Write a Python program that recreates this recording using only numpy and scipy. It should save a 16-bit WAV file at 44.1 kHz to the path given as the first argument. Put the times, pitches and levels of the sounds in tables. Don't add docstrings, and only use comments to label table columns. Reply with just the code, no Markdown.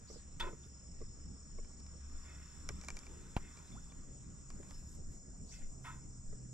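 import sys
import numpy as np
from scipy import signal
from scipy.fft import rfft, irfft, next_fast_len
from scipy.io import wavfile
from scipy.ndimage import uniform_filter1d, map_coordinates

SR = 44100
rng = np.random.default_rng(int(sys.argv[2]) if len(sys.argv) > 2 else 0)


def store_pcm(level_fs):
    pcm = np.round(np.clip(level_fs, -1, 1) * 32767).astype(np.int16)
    wavfile.write(sys.argv[1], SR, np.atleast_2d(pcm).T)


N = 287973
T = np.arange(N) / SR

# start_s, level_db, rise_s, hold_s, fall_s
WINDING_SPELLS = [(0, -79.5, 0.13, 0.076, 4.6), (2.25, -73.5, 0.52, 1.44, 0.86),
                  (4.71, -75, 0.3, 0.017, 0.17)]
# freq_hz, level_db
SHEEN_SPECTRUM = [(8400, -8.5), (9200, -13.5), (10000, -5.5), (11500, -8.5), (13000, -14.5), (14200, -19.5)]


def amp(db):
    return 10 ** (np.asarray(db) / 20)


def unit(x):
    return x / np.sqrt(np.mean(x ** 2) + 1e-20)


def along(points, hz):
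    freqs, values = np.transpose(points)
    return np.interp(np.log(hz + 1), np.log(freqs + 1), values)


def away(start, rise, hold, fall):
    return np.maximum(np.maximum((start - T) / rise, (T - start - hold) / fall), 0)


def swells(rows):
    return sum(amp(db - 20 * away(start, rise, hold, fall)) for start, db, rise, hold, fall in rows)


def wobble(rate):
    return map_coordinates(rng.standard_normal(int(N * rate / SR) + 4), [T * rate])


def tone(hz):
    return np.sqrt(2) * np.sin(2 * np.pi * np.cumsum(hz) / SR)


def filtered(x, response):
    size = next_fast_len(N + SR // 2)
    return irfft(rfft(x, size) * response(np.fft.rfftfreq(size, 1 / SR)), size)[..., :N]


def rush(spectrum, patchy_db):
    # freq_hz, correlation
    likeness = [(40, 0.85), (130, 1), (300, 0.38), (1000, 0.49), (3000, 0.75), (5500, 1), (7500, 0.51)]
    bins = signal.stft(rng.standard_normal((2, N)), nperseg=512)[2]
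    patches = uniform_filter1d(rng.standard_normal(bins.shape[1:]), size=6, axis=0)
    patches = uniform_filter1d(patches, size=12, axis=1)
    pair = signal.istft(bins * amp(patchy_db * unit(patches)), nperseg=512)[1][:, :N]
    width = lambda f: np.arccos(np.clip(along(likeness, f), -1, 1)) / 2
    mid, side = filtered(pair, lambda f: amp(along(spectrum, f)) * [np.cos(width(f)), np.sin(width(f))])
    return unit(np.array([mid + side, mid - side]))


def ring(modes, spread_db, attack_s):
    t = T[:SR // 8]
    partials = sum(amp(db + spread_db * rng.normal() - 60 * t / t60) * np.sin(2 * np.pi * hz * t)
                   for hz, db, t60 in modes)
    return (1 - np.exp(-t / attack_s)) * partials


def trill(hz, waver_hz, pulse_hz, duty, fall_hz):
    cycle = (np.cumsum(pulse_hz * (1 + .003 * wobble(3))) / SR + rng.random()) % 1
    closing = np.clip(cycle / duty, 0, 1)
    pitch = hz + fall_hz * (.5 - closing) + waver_hz * wobble(70)
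    return unit(np.sin(np.pi * closing) * amp(0.4 * wobble(30)) * tone(pitch))


def steady_crickets():
    # pitch_hz, waver_hz, pulse_hz, duty_share, level_db, left_over_right_db
    singers = [(6854, 15, 34.95, 0.69, -69.5, 5.5), (7127, 18.15, 21, 0.96, -75, -12),
               (6970, 30, 51, 0.86, -80, 1), (7900, 79, 24, 0.52, -79.5, 3), (5780, 80, 23, 0.55, -80, -2)]
    song = 0
    for hz, waver_hz, pulse_hz, duty, db, pan_db in singers:
        gain = amp(db + 0.74 * wobble(1.47)) * amp([[pan_db / 2], [-pan_db / 2]])
        song += gain * trill(hz, waver_hz, pulse_hz, duty, fall_hz=29.59)
    return song


def among_trees(song):
    t60_s = 0.28
    tail = rng.standard_normal((2, SR // 2)) * amp(-60 * T[:SR // 2] / t60_s)
    return song + signal.fftconvolve(song, tail / np.linalg.norm(tail[0]), axes=1)[:, :N]


def far_bed():
    # freq_hz, level_db
    chorus_spectrum = [(3000, -45.5), (3700, -51), (4600, -21.5), (5300, 1), (5600, 2.5), (5950, -5.5),
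                       (6500, -3.5), (6700, -2.5), (7100, 1.5), (8150, 1), (8330, -7), (8450, -64),
                       (9500, -106)]
    # freq_hz, level_db
    traffic_spectrum = [(12, -23), (20, -2.5), (33, -7.5), (48, -10), (78, -9), (91, -14.5), (115, -15),
                        (176, -13.5), (535, -33), (585, -33), (1420, -47.5), (1620, -52), (4500, -88.5),
                        (5850, -99), (9900, -120)]
    chorus = amp(-66) * rush(chorus_spectrum, patchy_db=1.5)
    traffic = amp(-54.5) * rush(traffic_spectrum, patchy_db=2.5)
    return amp(0.3 * T) * (chorus + traffic)


def passing_engine():
    # nearest_s, half_power_after_s, level_db, firing_hz
    engine_pass = (2, 0.47, -54, 69.5)
    nearest, width, db, hz = engine_pass
    distance = np.hypot(1, (T - nearest) / width)
    return amp(db + 2.6 * wobble(7)) / distance * tone(hz + 1.13 * wobble(7))


def reel():
    # centre_hz, width_hz, level_db
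    modes = [(365, 30, -4), (918, 35, 0), (1020, 35, -1), (1300, 35, -2), (1480, 45, -2), (1870, 50, -4),
             (2100, 60, -7), (2585, 50, -2), (3090, 40, -12), (3430, 37, 1), (3570, 30, 0), (3885, 35, -12),
             (5200, 70, -8)]
    # freq_hz, level_db
    scrape_spectrum = [(410, -28), (700, -20.5), (846, -3), (1150, 5), (2010, -3), (2950, -7.5),
                       (5000, -10.5), (6500, -16.5), (11000, -120)]
    # start_s, level_db, t60_s, centre_hz, spread_octaves
    jerks = [(0.397, -14.5, 0.076, 1440, 1.59), (0.404, -7.5, 0.034, 3620, 0.16),
             (0.418, -21.5, 0.22, 826, 1.3), (0.429, -15.5, 0.37, 390, 0.52),
             (0.466, -32, 0.081, 1400, 0.93), (.63, -44, 0.082, 3270, 0.46),
             (2.231, -39.5, 0.83, 1970, 0.53), (3.05, -28, 1, 400, 0.56), (3.42, -35.5, 0.36, 2070, 0.37),
             (3.71, -39, 0.2, 3450, 0.072), (3.895, -43, 0.066, 3480, .1), (5.512, -35, 0.31, 2220, 0.47),
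             (5.61, -42, 0.15, 1990, 0.51), (5.84, -22.5, 0.23, 1210, 1), (5.879, -34.5, 0.31, 1170, 1)]
    body = lambda f: sum((-1) ** k * amp(db) * 1j * f * width / (hz * hz - f * f + 1j * f * width)
                         for k, (hz, width, db) in enumerate(modes))
    grit = rng.standard_normal(N) * amp(1.2 * wobble(200))
    grit = grit + 0.19 * rng.standard_normal((2, N))
    rub_db = 20 * np.log10(swells(WINDING_SPELLS) + amp(-78.5))
    ring_db = 1.3 * (rub_db + 70) - 7
    ringing = amp(ring_db) * unit(filtered(grit, lambda f: body(f) * (f > 800)))
    out = amp(rub_db) * (ringing + amp(0.5) * rush(scrape_spectrum, patchy_db=2.5))
    surface = lambda f: body(f) + amp(-15.5)
    hiss = lambda f: amp(-36) * (f > 700) / (1 + (f / 9000) ** 4)
    for start, db, t60, centre_hz, spread in jerks:
        t = np.clip(T - start, 0, None)
        burst = grit * amp(-60 * t / t60) * (1 - np.exp(-t / (.05 * t60)))
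        band = lambda f: amp(-6 * (np.log2(f / centre_hz + 0.0011) / spread) ** 2)
        out += amp(db) * filtered(burst, lambda f: surface(f) * (band(f) + hiss(f)))
    return out


def body_sway():
    # middle_s, level_db
    thumps = [(.45, -41), (1.03, -45), (1.6, -41), (2.15, -47), (2.681, -47.5), (2.949, -49.5),
              (3.401, -46), (4.02, -49.5), (4.53, -49), (4.771, -48.5), (5.071, -47), (5.652, -40.5),
              (6.3, -42.5)]
    mount_hz, width_s = 18.5, 0.04
    out = amp(-60) * rush([(8, -53.5), (16, 4.5), (32, -2.5), (60, -7), (120, -62.5)], patchy_db=1.5)
    for middle, db in thumps:
        t = T - middle
        swing = np.cos(2 * np.pi * (mount_hz * (1 + .1 * rng.normal()) * t + rng.random()))
        out += amp(db) * np.sqrt(2) * np.exp(-.5 * (t / width_s) ** 2) * swing
    return out


def rustle():
    # start_s, level_db, rise_s, hold_s, fall_s
    rustles = [(.1, -81.5, 0.23, .02, .2), (.42, -75, 0.061, 0.036, 0.21), (.66, -81, .04, 0.016, 0.054),
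               (4.75, -75, 0.32, 0.042, 0.067), (4.94, -72, 0.22, .02, 0.025), (5.12, -77, .09, .01, 0.11),
               (5.55, -75.5, 0.19, 0.017, 0.22), (5.86, -69, .05, 0.0091, .15)]
    return swells(rustles) * rush(SHEEN_SPECTRUM, patchy_db=2)


def line_swish():
    # fastest_s, level_db, rise_s, fall_s, centre_hz
    swishes = [(0.111, -59, 0.043, 0.11, 6000), (5.531, -58, .06, .07, 6260)]
    out = 0
    for fastest, db, rise, fall, hz in swishes:
        slowing = away(fastest, rise, 0, fall)
        band = unit(filtered(rng.standard_normal((2, N)), lambda f: 1 / (1 + (f / 800) ** 2)))
        centre_hz = hz * np.clip(1 - .33 * slowing, .3, 1)
        out += amp(db - 20 * slowing ** 1.9) * band * tone(centre_hz)
    return out


def case_knocks():
    # start_s, level_db, hardness_db_per_octave
    contacts = [(0.101, -41.5, 0.5), (0.159, -45.5, -4), (0.488, -44.5, -3), (0.528, -42.5, 1.5),
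                (1.007, -44, -9.5), (1.015, -39.5, 1), (1.585, -41.5, 2.5), (2.7, -43, 4),
                (4.599, -43, -11.5), (6.327, -45, 0)]
    # pitch_hz, level_db, t60_s
    case_modes = [(260, -6, .04), (365, -5, .05), (440, 0, .05), (560, -4, .04), (1230, -10, .03),
                  (2080, -17, .025)]
    out = np.zeros(N + SR)
    for start, db, hardness in contacts:
        modes = [(hz * (1 + 0.071 * rng.normal()), mode_db + hardness * np.log2(hz / 440), t60)
                 for hz, mode_db, t60 in case_modes]
        out[round(start * SR):][:SR // 8] += amp(db) * ring(modes, spread_db=2.5, attack_s=.003)
    return out[:N]


def far_motor():
    # start_s, hold_s, level_db, pitch_hz, sag_hz_per_s, swell_db_per_s
    hums = [(.55, .55, -66, 120, 0.5, 4.5), (4.194, .9, -62, 131, 1.5, -5),
            (5.75, .9, -61.5, 130.4, 7.5, 9.5)]
    out = 0
    for start, hold, db, hz, sag, swell in hums:
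        t = T - start
        gain = swells([(start, db, .25, hold, .3)]) * amp(swell * t + 3.65 * wobble(7))
        out += gain * tone(hz - sag * t + 1.17 * wobble(7.5))
    return out


def cricket_phrase():
    # start_s, end_s, level_db
    phrase = (.64, 3.02, -71)
    start, end, db = phrase
    unsettled = np.exp(-np.clip(T - start, 0, None) / .4)
    gain = swells([(start, db, .05, end - start, .05)]) * amp(-4 * unsettled)
    return gain * trill(5422 - 220 * unsettled, waver_hz=22, pulse_hz=41.05, duty=.55, fall_hz=260)


def reel_ticks():
    # start_s, ring_db, puff_db, crack_db
    ticks = [(1.6451, -58, -52, -53), (1.8032, -69, -66, -48.5), (1.8646, -59.5, -55, -50),
             (2.69, -39, -29, -29), (2.8135, -53, -51, -40), (2.837, -50, -40, -47),
             (2.8473, -53, -51, -37), (2.885, -34, -31.5, -29.5), (2.9035, -40, -42, -35.5),
             (2.9687, -40, -41, -35.5), (2.99, -55, -58, -36.5), (3.0324, -51, -51, -56),
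             (3.0668, -46.5, -46.5, -48.5), (3.3655, -37, -21.5, -54), (3.5717, -53, -51, -46),
             (3.5887, -53.5, -71, -50), (3.9205, -54, -48, -54), (4.5032, -57, -44, -43.5),
             (4.6293, -60, -46, -53), (4.7086, -59, -40, -44.5)]
    # pitch_hz, level_db, t60_s
    pawl_modes = [(2330, 0, .022), (2600, -12, .015)]
    # freq_hz, gain_db
    crack_eq = [(1500, -10.5), (3500, -6), (5500, 4.5), (8000, -2.5), (9000, -24), (10500, -6.5),
                (13500, -39)]
    rings, puffs, cracks = np.zeros((3, N + SR))
    t = T[:SR // 8]
    for start, ring_db, puff_db, crack_db in ticks:
        at = slice(round(start * SR), round(start * SR) + len(t))
        rings[at] += amp(ring_db) * ring(pawl_modes, spread_db=1, attack_s=.001)
        puffs[at] += amp(puff_db - 60 * t / 0.043) * rng.standard_normal(len(t))
        cracks[at] += amp(crack_db - 60 * t / .008) * rng.standard_normal(len(t))
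    housing = lambda f: (1j * f * 1500 / (950 ** 2 - f * f + 1j * f * 1500)) ** 2
    bright = lambda f: amp(along(crack_eq, f))
    return rings[:N] + filtered(puffs[:N], housing) + filtered(cracks[:N], bright)


def chirping_cricket():
    # full_voice_s, level_db, rise_s
    entry = (2.2, -74.5, .6)
    start, db, rise = entry
    chirps = np.clip(0.17 + np.sin(2 * np.pi * np.cumsum(11 + 0.65 * wobble(2.6)) / SR), 0, 1)
    strokes = trill(7400, waver_hz=60, pulse_hz=65, duty=.45, fall_hz=500)
    return swells([(start, db, rise, N / SR, 1)]) * unit(chirps * strokes)


def line_whirr():
    return amp(-5.5) * swells(WINDING_SPELLS[1:2]) * rush(SHEEN_SPECTRUM, patchy_db=1.2)


def jolt():
    # start_s, level_db, rise_s
    hit = (3.3663, -22, 0.00098)
    start, db, rise = hit
    age = np.clip(T - start, 0, None) / rise
    push = age * np.exp(1 - age)
    rebound = 0.02 * age * np.exp(1 - age / 6)
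    return amp(db) * amp([[1.2], [-1.2]]) * (rebound - push)


def bubble():
    # middle_s, length_s, level from low to high pitch as first_hz, last_hz, level_db
    pop = (3.768, .05, 600, 1510, -62)
    middle, length, first_hz, last_hz, db = pop
    glide = 1 / (1 + np.exp(np.clip(-7 * (T - middle) / length, -50, 50)))
    gain = swells([(middle - .25 * length, db, .02, .6 * length, .012)])
    return gain * tone(first_hz + (last_hz - first_hz) * glide)


def far_peep():
    # start_s, hold_s, pitch_hz, level_db
    note = (4.735, .05, 5250, -65)
    start, hold, hz, db = note
    return swells([(start, db, .012, hold, .04)]) * tone(np.full(N, hz))


def scene():
    crickets = among_trees(steady_crickets() + cricket_phrase() + chirping_cricket())
    background = passing_engine() + far_motor() + far_bed()
    fishing = reel() + body_sway() + line_swish() + line_whirr() + rustle() + reel_ticks()
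    return crickets + background + fishing + case_knocks() + jolt() + bubble() + far_peep()


def record(dry):
    # freq_hz, left_over_right_db
    balance = [(60, 1), (180, -3), (530, -5.5), (1560, -0.5), (4640, -0.5), (13800, 3)]
    # freq_hz, left_lead_rad
    phase_lead = [(0, 1.74), (780, -1.1), (1980, -0.78), (2580, -0.97), (3530, -1.8), (4820, -0.25),
                  (5430, -0.98), (6890, 1.26), (8610, -0.71), (10800, -1.1), (14000, 0.063)]
    left = lambda f: amp(along(balance, f) / 2) * np.exp(.5j * along(phase_lead, f))
    return filtered(dry, lambda f: np.array([left(f), 1 / left(f)]) * (f < 14300))


dry = scene()
out = record(dry)
store_pcm(out)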